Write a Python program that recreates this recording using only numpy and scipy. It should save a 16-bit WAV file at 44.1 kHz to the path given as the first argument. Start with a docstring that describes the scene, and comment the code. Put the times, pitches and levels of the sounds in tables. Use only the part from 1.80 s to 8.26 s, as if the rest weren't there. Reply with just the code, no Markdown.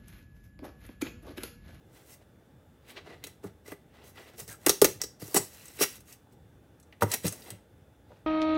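"""Fingernails pick at the metal spout of a cardboard salt canister on a craft table in a small quiet room.
Light finger strokes over lid and label come first, as noise of tiny slips through lid and drum resonances.
Then nails snap off the spout, bursts of crackle that make the hollow drum thump, with one short squeak
as a nail slips; among them the canister knocks on the table, as decaying modes, most sharply near the end.
A last faint stroke and knock close it. A low hum of shaped noise and two faint tones lie underneath."""
import sys
import numpy as np
from scipy import signal
from scipy.io import wavfile
from scipy.ndimage import uniform_filter1d

SR = 44100
rng = np.random.default_rng(int(sys.argv[2]) if len(sys.argv) > 2 else 0)


def digitize_waveform(pressure):
    """Quantize a signal to 16-bit integers and store it at the path in sys.argv[1].

    Rows of a 2-D input are taken as channels; values are limited to [-1, 1].
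    """
    field = np.atleast_2d(pressure).T
    bounded = np.clip(field, -1, 1)
    quanta = np.round(bounded * 32767).astype(np.int16)
    wavfile.write(sys.argv[1], SR, quanta)


N = 284886  # length in samples

# Cardboard drum of the canister. Each row: mode in Hz, level in dB, ring time t60 in s.
DRUM_MODES = [(124, -16.5, 0.11), (165, -11, 0.12), (283, -3, 0.057), (318, -0.5, 0.034),
              (360, -3.5, 0.025), (402, 0.5, .06), (435, 12, 0.019), (525, -3.5, 0.034), (637, 4, 0.018),
              (853, -8.5, .04), (1200, -6.5, 0.041), (1437, -16, 0.051), (1780, -16, 0.04),
              (2500, -22.5, 0.018)]


def gain_of(db):
    """Decibels to amplitude."""
    return 10 ** (np.asarray(db) / 20)


def evened(x):
    """Scales to rms 1."""
    return x / np.sqrt(np.mean(x ** 2) + 1e-20)


def read(points, hz):
    """Reads a table on a log-frequency axis."""
    f, value = np.transpose(points)
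    return np.interp(np.log(hz + 1), np.log(f + 1), value)


def add(mix, s, sound):
    """Mixes a sound in at time s, in seconds."""
    part = mix[round(s * SR):][:len(sound)]
    part += sound[:len(part)]


def resonate(x, hz, width):
    """Two-pole resonance with gain near 1 at its centre; width in Hz."""
    b, a = signal.iirpeak(min(hz, SR / 2.2), hz / width, SR)
    return signal.lfilter(b, a, x)


def snaps():
    """A nail snaps off the spout: a burst of fine crackle, then the drum's slower thump."""
    # Each row: start in seconds, crack peak in dB, brightest region in Hz,
    # rest of the band against that region in dB, drum thump in dB (rms of its first 12.5 ms).
    snap_rows = [(1.166, -55, 2040, -17, -54), (1.4394, -25.5, 2900, -2.5, -52),
                 (1.4688, -33.5, 9900, -2, -52), (1.6383, -44, 2060, -4, -41.5),
                 (1.643, -55, 1520, -7, -39.5), (1.8778, -34, 2100, 0, -46.5),
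                 (1.918, -34.5, 1820, -17, -40), (2.358, -44.5, 1750, -10, -59),
                 (2.5354, -47, 1500, -10, -61), (2.5812, -31.5, 5750, 16, -58), (2.678, -31, 1588, 6, -73),
                 (2.8629, -7.5, 10200, -0.5, -24.5), (2.8658, -7.5, 1720, -9, -21.5),
                 (2.884, -12.5, 10210, -1, -37), (2.894, -2, 5200, 2.5, -25),
                 (3.0164, -4.5, 10360, 4.5, -11.5), (3.0444, -3, 1760, 11, -20.5),
                 (3.2157, -13.5, 6440, -2.5, -52), (3.236, -21.5, 5520, 0, -43),
                 (3.4191, -34.5, 1895, 1, -43), (3.479, -35.5, 8940, -14, -50),
                 (3.544, -9.5, 11570, -1.5, -26), (3.5628, -14, 8600, -21.5, -27.5),
                 (3.5733, -10, 7900, -8, -35.5), (3.8552, -35, 7680, 1, -76),
                 (3.8812, -39.5, 7770, -9.5, -63), (3.9893, -32, 2040, -11.5, -44.5),
                 (4.0074, -21, 1800, 6.5, -24.5), (4.1557, -33, 11000, 0.5, -73),
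                 (4.205, -41, 8960, 6, -70), (4.3243, -40, 7360, -4, -70.5), (4.9995, -47.5, 9050, -3, -69),
                 (5.028, -53, 7000, -16.5, -70.5), (5.125, -42.5, 2030, -26.5, -67),
                 (5.2209, -19, 1950, -11.5, -44), (5.3165, -16, 7800, 0, -57),
                 (5.3382, -12.5, 13700, 5, -61), (5.466, -18.5, 11500, 8, -42.5),
                 (5.4794, -18.5, 7450, -7.5, -50.5), (5.5234, -28.5, 8800, -11.5, -56),
                 (5.62, -42, 4000, -10.5, -70), (5.7036, -23.5, 8660, 18, -54)]
    crack_t60_s, crack_rise_s, thump_lag_s = .048, 0.00018, .0015
    out = np.zeros(N)
    t = np.arange(SR // 8) / SR
    crack_shape = gain_of(-60 * t / crack_t60_s) * np.minimum(t / crack_rise_s, 1)
    for s, crack_db, hz, rest_db, thump_db in snap_rows:
        # grains of very uneven size
        grit = rng.standard_normal(len(t)) * gain_of(5 * rng.standard_normal(len(t)))
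        burst = lid(grit * crack_shape)
        width = 0.82 * hz
        brightest = resonate(resonate(burst, hz, width), hz, width)
        crack = gain_of(rest_db) * burst + brightest
        add(out, s, gain_of(crack_db) * crack / abs(crack).max())
        thump = ring(DRUM_MODES, .5, cycles=1.0, crest_s=.0048)
        add(out, s + thump_lag_s, gain_of(thump_db) * thump)
    return out


def lid(x):
    """The lid's resonances over a flat part; each touch weights and shifts them a little differently."""
    # Lid and spout colour of cracks and scrapes. Each row: centre in Hz, width in Hz, level in dB.
    lid_modes = [(1997, 81, 2), (2730, 150, -7), (4026, 170, -3.5), (4790, 250, -6.5), (5607, 230, 0.5),
                 (6380, 280, -1.5), (7350, 150, -4), (8100, 300, -1), (9820, 1100, -8.5),
                 (11800, 650, -13.5), (13500, 710, -7)]
    weights = gain_of(4 * rng.standard_normal(len(lid_modes)))
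    shifts = rng.uniform(.97, 1.03, len(lid_modes))
    out = gain_of(-3.5) * x
    for weight, shift, (hz, width, db) in zip(weights, shifts, lid_modes):
        out = out + weight * gain_of(db) * resonate(x, shift * hz, width)
    return out


def ring(modes, contact_ms, cycles, crest_s):
    """A smooth push sets the modes ringing; each swells over its own cycles, so bass comes late."""
    t = np.arange(SR // 3) / SR
    weights = gain_of(2.5 * rng.standard_normal(len(modes)))
    scatter = .12 * rng.standard_normal(len(modes))  # phase, in cycles
    tone = np.zeros(len(t))
    for weight, phase, (hz, db, t60) in zip(weights, scatter, modes):
        swell = (1 - np.exp(-t * hz / cycles)) ** 2
        decay = gain_of(db - 60 * t / t60)
        # the modes fall nearly into step at crest_s, where the push lets go
        tone -= weight * swell * decay * np.cos(2 * np.pi * (hz * (t - crest_s) + phase))
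    push = np.hanning(max(round(contact_ms * SR / 1000), 3))
    pushed = np.convolve(tone, push)
    return pushed / np.sqrt(np.mean(pushed[:SR // 80] ** 2))


def strokes():
    """Skin drags dull, nails scratch bright, and the drum answers the pressure: rise, hold, fall."""
    # Each row: start of full pressure in seconds, rise, hold and fall in s, level of skin and nail in dB,
    # nail share of that level in dB, drum against that level in dB.
    stroke_rows = [(0.167, 0.094, .005, 0.17, -60.5, -2, -2), (0.294, 0.072, .05, .04, -55, -.5, -9),
                   (0.423, .025, .002, 0.02, -68.5, -10, 10),
                   (1.105, 0.051, 0.0022, 0.052, -48.5, -6, -7.5), (1.172, 0.026, .002, 0.047, -46, -32, 0),
                   (1.268, .03, 0.062, 0.089, -57, -35, 5.5), (1.433, .02, 0.0022, 0.022, -61, -25, 2),
                   (1.467, .005, .002, 0.058, -50, -3, -8), (1.636, 0.012, 0.038, 0.04, -61, -0.5, 8),
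                   (1.863, .016, 0.067, 0.029, -54, -3, -4.5), (2.151, .066, 0.12, 0.037, -64.5, -12, 4),
                   (2.245, .015, .05, .06, -58, -.6, -5), (2.379, 0.039, 0.0022, 0.16, -51.5, -7, -2),
                   (2.48, .05, .012, .04, -58, -4, 1.5), (2.548, .03, .002, .012, -64, -9, 10),
                   (2.6, 0.031, 0.0019, 0.048, -40.5, 4, -8), (2.688, 0.026, 0.035, 0.04, -46, 2.5, -10),
                   (2.843, 0.067, 0.029, 0.0065, -56, -2, -3.5),
                   (3.207, 0.0091, .008, 0.0044, -50, -12, -2),
                   (3.401, 0.0058, 0.14, .012, -49.5, -0.1, -8.5),
                   (3.567, 0.018, 0.0018, 0.015, -18, 4, -4.5), (3.611, 0.02, 0.014, 0.13, -47.5, 0, -8.5),
                   (3.741, .11, 0.17, .05, -54.5, -1.3, -14), (3.966, .07, 0.01, .012, -50, -1, -11.5),
                   (4.017, 0.025, 0.021, 0.021, -22.5, -1, -12.5), (4.067, 0.011, 0.1, 0.049, -52, -1, -17),
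                   (4.278, 0.026, 0.06, 0.037, -54.5, -0.9, -12),
                   (4.526, .017, .002, 0.0284, -65.5, 0.5, -3.5),
                   (5.2093, .002, 0.0074, .012, -43, -2.5, 2), (5.224, .006, 0.0097, 0.01, -33.5, 0.5, 4),
                   (5.341, 0.053, 0.0014, 0.024, -31, -1.2, -5.5), (5.453, 0.023, 0.02, .03, -34, -1.2, -7),
                   (5.529, 0.023, 0.0031, 0.038, -48, -1.5, -1.5), (5.543, 0.01, .15, .05, -55, -.6, -5),
                   (5.665, .012, .021, .03, -56, -12, 3), (5.709, 0.015, .002, 0.085, -55, -10, -12),
                   (6.3, 0.057, 0.072, 0.096, -75, -15, 9)]
    edge_db = 20  # a stroke gains this much over its rise and loses it over its fall
    skin_low = signal.butter(2, 1100, "highpass", fs=SR, output="sos")
    skin_high = signal.butter(4, 3600, fs=SR, output="sos")
    skin = np.vstack([skin_low, skin_high])
    nail = signal.butter(2, 5000, "highpass", fs=SR, output="sos")
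    out = np.zeros(N)
    for s, rise, hold, fall, level_db, nail_db, drum_db in stroke_rows:
        rise, hold, fall = np.maximum([rise, hold, fall], .001)
        t = np.arange(max(-2 * rise, -s), hold + 2 * fall, 1 / SR)
        below_db = edge_db * (np.maximum(-t, 0) / rise + np.maximum(t - hold, 0) / fall)
        share = min(gain_of(nail_db), .97)  # some skin always remains
        dull = np.sqrt(1 - share ** 2) * evened(signal.sosfilt(skin, wandering(len(t))))
        bright = share * evened(signal.sosfilt(nail, wandering(len(t))))
        pressure = slips(len(t))
        # 3.4 / t60 makes the modes broader, so they die sooner than in a snap
        drum = evened(sum(gain_of(db) * resonate(pressure, hz, 3.4 / t60) for hz, db, t60 in DRUM_MODES))
        touch = dull + bright + gain_of(drum_db) * drum
        add(out, s + t[0], gain_of(level_db - below_db) * touch)
    return out


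def wandering(count):
    """Slips whose colour drifts as the finger moves from one patch of the lid to another."""
    turns_per_s = 4.5
    place = np.cumsum(np.full(count, 2 * np.pi * turns_per_s / SR)) + 2 * np.pi * rng.random()
    return np.cos(place) * lid(slips(count)) + np.sin(place) * lid(slips(count))


def slips(count):
    """Dense tiny slips of uneven size that come in clumps, with a few sharp catches."""
    # smoothing over about 3 ms and 16 ms
    clumps_db = 1.96 * evened(uniform_filter1d(rng.standard_normal(count), 120))
    surges_db = 1.5 * evened(uniform_filter1d(rng.standard_normal(count), 700))
    catches = 1 + 2.9 * (rng.random(count) < 300 / SR)  # about 300 per second
    size_db = 1.6 * rng.standard_normal(count) + clumps_db + surges_db
    return rng.standard_normal(count) * catches * gain_of(size_db)


def squeak():
    """A nail slips down the spout: slips through a narrow resonance that slides down under one arch."""
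    start_s, length_s, level_db = 2.682, .075, -52
    from_hz, to_hz, width_hz = 1950, 1250, 180
    u = np.arange(0, 1, 1 / (SR * length_s))  # 0 to 1 through the squeak
    glide_hz = from_hz * (to_hz / from_hz) ** u
    turn = np.exp(2j * np.pi * np.cumsum(glide_hz) / SR)
    # shift the gliding centre to 0 Hz, smooth there, and shift back
    keep = np.exp(-np.pi * width_hz / SR)
    smoothed = signal.lfilter([1 - keep], [1, -keep], slips(len(u)) / turn)
    band = (turn * smoothed).real
    out = np.zeros(N)
    add(out, start_s, gain_of(level_db) * np.sin(np.pi * u) ** 0.42 * evened(band))
    return out


def knocks():
    """The canister's rim lands or rocks on the table top; a soft long contact gives only bass."""
    # Each row: start in seconds, level in dB (rms of the first 12.5 ms), contact time in ms.
    knock_rows = [(1.451, -53.5, 4.4), (1.648, -44, 4.4), (2.614, -49.5, 4.8), (2.681, -50, 5.1),
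                  (3.07, -46, 4.5), (3.15, -49, 3.6), (3.417, -45, 2.5), (3.585, -50, 4.9),
                  (5.221, -20.5, 0.42), (5.229, -24.5, 1.5), (5.443, -29.5, 2.88), (5.711, -48.5, 4.6),
                  (5.732, -51.5, 2.2), (6.304, -53, 1.65), (6.318, -53, 0.58)]
    # Table top. Each row: mode in Hz, level in dB, ring time t60 in s.
    table_modes = [(109, -10, 0.12), (127.4, -5, .08), (159, -10, 0.067), (190, -6.5, 0.063),
                   (300, -14.5, 0.089), (386, -13, 0.067), (507, 0.5, 0.034), (574, -1, 0.043),
                   (684, -11.5, 0.034), (760, -5, 0.037), (953, -2, 0.034), (1230, -5, 0.021),
                   (1410, -4, 0.022), (1900, -8, .014)]
    out = np.zeros(N)
    for s, db, contact_ms in knock_rows:
        add(out, s, gain_of(db) * ring(table_modes, contact_ms, cycles=1.2, crest_s=0.0014))
    return out


def room(x):
    """Room echo: sparse taps of random sign, each band dying at its own speed."""
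    # Each row: frequency in Hz, decay time t60 in s.
    room_decay = [(100, 0.22), (300, 0.24), (1000, 0.24), (4000, 0.3), (12000, 0.25)]
    taps = np.zeros(SR // 2)
    at = np.arange(100, SR // 2 - 12, 12)
    taps[at + rng.integers(0, 12, len(at))] = rng.choice([-1., 1.], len(at))
    hz, t, z = signal.stft(taps, SR, nperseg=256)
    decay = gain_of(-60 * t / read(room_decay, hz)[:, None])
    tail = signal.istft(z * decay, SR, nperseg=256)[1]
    return signal.fftconvolve(x, tail / np.linalg.norm(tail))[:N]


def hum():
    """Low hum: random short-time spectra with mild drifting patches, plus faint steady tones."""
    # Noise colour before levelling. Each row: frequency in Hz, relative density in dB per Hz.
    hum_colour = [(26, -33), (45, -4), (70, 1), (206, -10.5), (276, -9), (379, -13), (484, -12.5),
                  (735, -21.5), (851, -16.5), (938, -27.5), (1570, -25), (2210, -33), (3440, -35),
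                  (4290, -40), (15700, -41.5)]
    # Steady faint tones. Each row: frequency in Hz, level in dB rms.
    whine_tones = [(3502, -85), (3680, -93.5)]
    hum_db = -58  # rms of the noise
    frames, hz = N // 256 + 5, np.fft.rfftfreq(1024, 1 / SR)
    a, b, patches = rng.standard_normal((frames, 513, 3)).T
    # smooth over 6 frequency bins and 16 frames
    patches = evened(uniform_filter1d(uniform_filter1d(patches, 6, 0), 16, 1))
    colour_db = read(hum_colour, hz)[:, None] + 1.2 * patches
    z = (a + 1j * b) * gain_of(colour_db)
    noise = signal.istft(z, nperseg=1024, noverlap=768)[1][:N]
    t = np.arange(N) / SR
    tones = sum(np.sqrt(2) * gain_of(db) * np.sin(2 * np.pi * f * t) for f, db in whine_tones)
    return gain_of(hum_db) * evened(noise) + tones


def scene():
    """Hands and canister, their room echo and the hum."""
    room_db = -11  # echo against the direct sound
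    near = snaps() + strokes() + squeak() + knocks()
    return (near + gain_of(room_db) * room(near) + hum())[None]


def record(dry):
    """Bass roll-off of the microphone, then the band limit."""
    bass_hz, edge_hz = 52, 15900
    cut = signal.sosfilt(signal.butter(5, bass_hz, "highpass", fs=SR, output="sos"), dry)
    band_limit = signal.firwin(511, edge_hz, window=("kaiser", 9), fs=SR)
    return signal.oaconvolve(cut, band_limit[None], "same")


dry = scene()
out = record(dry)
digitize_waveform(out)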